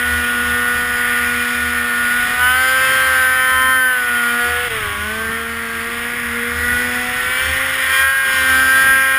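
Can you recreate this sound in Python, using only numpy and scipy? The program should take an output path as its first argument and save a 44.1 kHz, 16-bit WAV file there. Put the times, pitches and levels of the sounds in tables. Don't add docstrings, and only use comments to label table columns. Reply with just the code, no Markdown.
import sys
import numpy as np
from scipy import signal
from scipy.fft import rfft, irfft
from scipy.io import wavfile
from scipy.ndimage import uniform_filter1d

SR = 44100
rng = np.random.default_rng(int(sys.argv[2]) if len(sys.argv) > 2 else 0)


def wrap_up_sound(samples):
    columns = np.atleast_2d(samples).T
    tamed = np.clip(columns, -1, 1)
    steps = np.round(tamed * 32767).astype(np.int16)
    wavfile.write(sys.argv[1], SR, steps)


N = 404838


def undb(db):
    return 10 ** (np.asarray(db) / 20)


def seconds():
    return np.arange(N) / SR


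def curve(table):
    t, values = np.transpose(table)
    return np.interp(seconds(), t, values)


def colour_db(points, hz):
    f, db = np.transpose(points)
    return np.interp(np.log(np.maximum(hz, 1)), np.log(f), db)


def coloured(x, points):
    hz = np.arange(N // 2 + 1) * SR / N
    y = irfft(rfft(x) * undb(colour_db(points, hz)), N)
    return y / np.sqrt(np.mean(y ** 2))


def walk(rate):
    step = int(SR / rate)
    held = np.repeat(rng.standard_normal(N // step + 1), step)
    return 1.7 * uniform_filter1d(held, step)[:N]


def bump(middle, length):
    return np.exp(-(2 * (seconds() - middle) / length) ** 2)


def plateau(middle, length):
    return np.clip(2 - 4 * np.abs(seconds() - middle) / length, 0, 1)


def by_throttle(throttle, levels_db):
    return np.interp(throttle, (0, .5, 1), levels_db)


# t/s, rate/(turns per s)
SHAFT_RATE = [(0, 122), (.25, 120.8), (.85, 121.7), (1.2, 120.9), (1.65, 121.2), (1.98, 120.2),
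              (2.3, 122.3), (2.43, 124), (2.61, 129), (2.75, 130.5), (2.95, 131.2), (3.07, 130.8),
              (3.24, 128.9), (3.4, 128.5), (3.72, 129.8), (3.9, 127.2), (4.08, 121.3), (4.27, 119.4),
              (4.66, 121.8), (4.7, 115), (4.78, 108.8), (4.89, 102), (4.96, 101.6), (5.17, 110.5),
              (5.37, 114.3), (5.55, 115.6), (5.79, 114.6), (5.96, 118), (6.15, 120), (6.34, 117.8),
              (6.75, 122), (7.22, 124), (7.4, 129.2), (7.62, 132.6), (7.85, 131.4), (8.05, 134.3),
              (8.18, 134.6), (8.4, 131.4), (8.55, 130.8), (8.87, 133.2), (9.18, 133.1)]


def crankshaft():
    hz = curve(SHAFT_RATE)
    return hz, 2 * np.pi * np.cumsum(hz) / SR


# t/s, opening (0 eased, .5 cruising, 1 wide open)
THROTTLE_OPENING = [(0, 0.53), (1.15, 0.55), (1.7, 0.48), (2.0, .52), (2.37, 0.58), (2.43, 0.93),
                    (3.0, 0.94), (3.3, 0.97), (3.75, 1), (3.93, 0.88), (4.02, 0.5), (4.45, 0.57),
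                    (4.67, 0.25), (4.71, 0.063), (6.55, .02), (6.7, 0.39), (7.05, 0.32), (7.4, 0.86),
                    (7.62, 0.54), (7.86, 0.7), (7.93, 0.96), (8.05, 1), (8.25, 0.82), (8.6, 0.88),
                    (9.18, 0.93)]


def throttle_opening():
    return curve(THROTTLE_OPENING)


# middle t/s, length t/s, depth of the roar's drop level/dB
LULL_DIPS = [(3.85, 0.23, -4), (5.23, 0.15, 0), (5.5, 0.24, -0.5), (8.156, 0.27, -6)]


def lulls():
    return sum(db * bump(middle, length) for middle, length, db in LULL_DIPS)


def partial(angle, order, db, waver_db=0.5, slip=0.13, spread=0.65):
    smear = np.pi - .07 * (order - 12) ** 2
    phase = smear + spread * rng.standard_normal()
    phase = phase + (order % 2) * rng.uniform(0, 2 * np.pi)
    size = np.sqrt(2) * undb(db + waver_db * walk(25))
    return size * np.cos(order * angle + slip * walk(25) + phase)


LOUD_ORDERS = (1, 2, 4, 6, 8, 10, 11, 12, 14, 15, 16, 18, 22, 24)
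# eased level/dB, cruising level/dB, wide-open level/dB
LOUD_ORDER_LEVELS = [(-54, -52, -50.1), (-34.5, -32, -42.5), (-35.5, -35.5, -34.5), (-42.5, -40, -39),
                     (-48, -44, -30), (-38, -32, -22), (-39, -32, -27.6), (-34, -21.5, -14),
                     (-32.5, -34.5, -18), (-45, -24.5, -37.5), (-33, -29, -29), (-37, -38, -24),
                     (-44, -44, -32.5), (-52.9, -45.5, -26.5)]
# middle t/s, length t/s, order, change level/dB
ORDER_SWELLS = [(.95, 1.2, 12, 2.5), (1.7, .64, 16, -11), (1.994, 0.29, 12, 2), (2.295, 0.82, 4, -6),
                (2.33, .25, 2, -5), (2.33, .15, 12, -5.5), (2.46, 0.25, 8, 4.5), (2.47, .2, 24, 3),
                (2.62, 0.26, 16, 5), (2.48, .68, 6, 6.5), (2.756, 1.27, 14, -6.5), (2.78, 1.8, 18, -8),
                (2.9, 0.88, 4, 4.5), (2.92, 0.54, 1, 7), (2.97, .3, 24, 5), (3.24, 0.28, 24, -5),
                (3.3, 0.46, 6, 3.5), (3.496, 0.52, 12, -4), (3.58, 0.52, 24, 2), (3.6, 0.77, 22, -14),
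                (3.616, 0.3, 8, 6.5), (3.66, .35, 2, 5), (3.83, 0.77, 18, -17), (3.876, 0.27, 10, -4),
                (3.89, 0.28, 11, -9), (3.888, 0.34, 16, -4), (4.003, 0.24, 2, -9), (4.122, 0.32, 14, -8),
                (4.29, .35, 12, 3), (4.49, .6, 15, -16), (4.52, .4, 14, 7), (4.55, 0.53, 6, 8.5),
                (4.57, 0.6, 4, 5), (4.695, .65, 2, -18), (4.8, 0.39, 1, 17), (4.84, .14, 15, 8),
                (4.88, .4, 6, -0.5), (4.94, .25, 11, 8), (4.93, .16, 14, -2), (4.987, 0.25, 4, -6),
                (5.057, .5, 12, -12), (5.155, 0.23, 6, 6.5), (5.17, 0.4, 14, 7.5), (5.32, 0.14, 16, 7),
                (5.75, 0.25, 14, 3.5), (6.1, 0.31, 16, 3), (6.3, 0.45, 6, -5), (6.402, 0.28, 2, 3),
                (6.447, 0.27, 4, 5), (6.53, 1.4, 11, -11), (6.72, .2, 12, 3.5), (6.86, 0.6, 16, 6),
                (7.02, 0.38, 6, 8.5), (7.22, .3, 2, -6), (7.339, 0.23, 18, 4), (7.4, 1.3, 10, -11),
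                (7.416, 1.3, 12, -7), (7.546, 0.11, 14, 8), (7.623, 0.32, 1, 8), (7.67, .44, 11, -12),
                (7.703, 0.48, 12, -4), (7.78, .3, 14, 4), (7.786, 1.2, 2, -8), (7.883, 1.6, 6, -5.5),
                (8.12, .2, 18, -7), (8.147, 0.26, 24, -14), (8.17, .3, 2, -10), (8.19, .2, 4, -5),
                (8.3, 0.43, 10, -7), (8.38, 0.27, 12, -3), (8.548, .2, 6, 5), (8.547, 0.32, 2, 4.5),
                (8.72, .4, 16, -7), (8.9, 0.51, 11, -9), (9.11, .99, 24, -4.5)]


def tones(angle, throttle):
    out = 0
    for order, levels_db in zip(LOUD_ORDERS, LOUD_ORDER_LEVELS):
        db = by_throttle(throttle, levels_db) + walk(4)
        for middle, length, which, change_db in ORDER_SWELLS:
            if round(which) == order:
                db = db + change_db * plateau(middle, length)
        out = out + partial(angle, order, db)
    return out


# f/Hz, level/dB
FIRING_COLOUR = [(380, -21.5), (630, -23), (880, -21.5), (1130, -15.5), (1650, -8.5), (2150, -15),
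                 (2450, -12.5), (2650, -24.5), (3000, -17), (3400, -22), (3700, -29), (4200, -31),
                 (4700, -27.5), (5200, -27.5), (5600, -28.5)]
# eased level/dB, cruising level/dB, wide-open level/dB
FIRING_LEVELS = (-22, -17, -13)
# eased level/dB, cruising level/dB, wide-open level/dB
MISMATCH_LEVELS = (-3.5, -4, -8)
# middle t/s, length t/s, rise level/dB
RASP_RISES = [(2.88, 0.77, 6), (6.87, 0.23, 3), (7.98, 0.16, 5.5), (8.58, 1, 6)]


def firings(hz, angle, throttle, lull_db):
    firing_db = by_throttle(throttle, FIRING_LEVELS) + 0.62 * lull_db
    firing_db = firing_db + sum(db * plateau(middle, length) for middle, length, db in RASP_RISES)
    mismatch_db = by_throttle(throttle, MISMATCH_LEVELS)
    out = 0
    for order in range(1, 44):
        if order not in LOUD_ORDERS:
            db = firing_db - 7.5 + colour_db(FIRING_COLOUR, order * hz) + 1.28 * walk(2.5)
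            if order % 2:
                db = db + mismatch_db - 0.5 - 0.096 * order
            out = out + partial(angle, order, db, waver_db=2.5, slip=0.43)
    return out


# f/Hz, level/dB per Hz
ROAR_COLOUR = [(290, -32.5), (500, -22.5), (543, -20.5), (788, -20), (988, -16), (1110, -3.5),
               (1290, -10.5), (1430, 0), (1620, -6), (1880, 1.5), (2580, -8.5), (3450, -9.5), (4330, -27),
               (5270, -16.5), (5900, -28), (7670, -66), (13000, -120)]
# t/s, level/dB
ROAR_COURSE = [(0, -26), (1.3, -25), (1.56, -25.5), (2.4, -25), (2.7, -26), (2.9, -24), (3.7, -26.5),
               (4.7, -25.5), (5.45, -29.5), (6.14, -25.5), (6.3, -26), (6.9, -24.5), (7.8, -22.5),
               (8.0, -22.5), (8.4, -23.5), (9.18, -26.5)]


def roar(angle, change_db):
    puffs = 1 + 0.12 * np.cos(2 * angle) + 0.049 * np.cos(angle)
    noise = coloured(puffs * rng.standard_normal(N), ROAR_COLOUR)
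    centres = (400, 1100, 1600, 2200, 3000, 4200, 6000)  # Hz, of overlapping bands
    spectrum, hz = rfft(noise), np.arange(N // 2 + 1) * SR / N
    out = 0
    for k in range(len(centres)):
        share = np.interp(hz, centres, np.arange(len(centres)) == k)
        surge_db = 1.12 * walk(2.94) + 0.4 * walk(12)
        out = out + undb(surge_db) * irfft(spectrum * share, N)
    return undb(curve(ROAR_COURSE) + change_db + 2.5) * out


# peak t/s, rumble level/dB, length t/s
WIND_GUSTS = [(.15, -28, 0.15), (0.517, -37, .25), (.76, -38, 0.14), (1.3, -34, 0.17), (1.65, -42, .2),
              (2.5, -44, 0.61), (3.577, -33.5, 0.11), (4.5, -38, .2), (4.95, -44, 0.27), (5.65, -42, 0.27),
              (6.55, -36, .3), (6.79, -31.5, .15), (7.52, -32.5, 0.27), (8.02, -34, .15), (8.53, -32, .3),
              (9.1, -40, .15)]
# f/Hz, level/dB per Hz
RUSH_COLOUR = [(12, -40), (20, -1.5), (76, -2), (189, -5.5), (248, -4.5), (315, -11.5), (499, -11),
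               (576, -19), (900, -9), (1170, -37), (1980, -120)]
# eased level/dB, cruising level/dB, wide-open level/dB
RUSH_LEVELS = (-40.5, -39.5, -41.5)


def wind(throttle, lull_db):
    rumble = undb(-40 + 2 * walk(6.1) + lull_db)
    rumble = rumble + sum(undb(db) * bump(peak, length) for peak, db, length in WIND_GUSTS)
    resonance = [(45, -20), (68, -11.5), (78, 9.5), (90, -15), (130, -29.5)]  # f/Hz, level/dB
    thump = coloured(rng.standard_normal(N), resonance)
    rush_db = by_throttle(throttle, RUSH_LEVELS) + 1.7 * walk(5) + 1.6 * lull_db
    rush = coloured(rng.standard_normal(N), RUSH_COLOUR)
    return rumble * thump + undb(rush_db) * rush


# depth of the gap level/dB, knock level/dB, knock fade time constant t/s
THROTTLE_LIFT = (-8, -10.5, .17)
LIFT_TIMES = (4.684, 4.698)


def missed_beat():
    (shut, back), depth_db = LIFT_TIMES, THROTTLE_LIFT[0]
    return np.interp(seconds(), [shut - .003, shut, back, back + .02], [0, depth_db, depth_db, 0])


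# f/Hz, relative level/dB, fall by 60 dB t/s
KNOCK_MODES = [(1480, -3, .028), (1330, -10, .03), (1910, -13, .03)]


def knocks(angle):
    start, (_, knock_db, fade) = LIFT_TIMES[1], THROTTLE_LIFT
    since = seconds() - start
    turns = np.ceil((angle - angle[int(start * SR)]) / (2 * np.pi))
    new_turn = np.diff(turns, prepend=turns[0]) > 0
    blows = new_turn * (since > 0) * np.exp(-np.abs(since) / fade)
    blows = blows * undb(knock_db + 1.5 * walk(120))
    t = np.arange(SR // 10) / SR
    ring = sum(undb(db - 60 * t / t60) * np.sin(2 * np.pi * f * t) for f, db, t60 in KNOCK_MODES)
    onset = 1 - np.exp(-t / .0006)
    return signal.fftconvolve(blows, ring * onset)[:N]


def scene():
    hz, angle = crankshaft()
    throttle, lull_db, gap_db = throttle_opening(), lulls(), missed_beat()
    engine = tones(angle, throttle) + firings(hz, angle, throttle, lull_db)
    mix = engine * undb(gap_db)
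    mix = mix + roar(angle, lull_db + gap_db / 3)
    mix = mix + wind(throttle, lull_db)
    mix = mix + knocks(angle)
    return mix[None]


def record(dry):
    rounded = np.tanh(.9 * dry) / .9
    slow = signal.resample_poly(rounded, 40, 147, axis=1)
    held = np.repeat(slow, 4, axis=1)
    held = signal.resample_poly(held, 147, 160, axis=1)[:, :N]
    held = np.pad(held, ((0, 0), (0, N - held.shape[1])))
    top_cut = signal.ellip(12, .2, 90, 15350, fs=SR, output="sos")
    return signal.sosfilt(top_cut, held)


dry = scene()
out = record(dry)
wrap_up_sound(out)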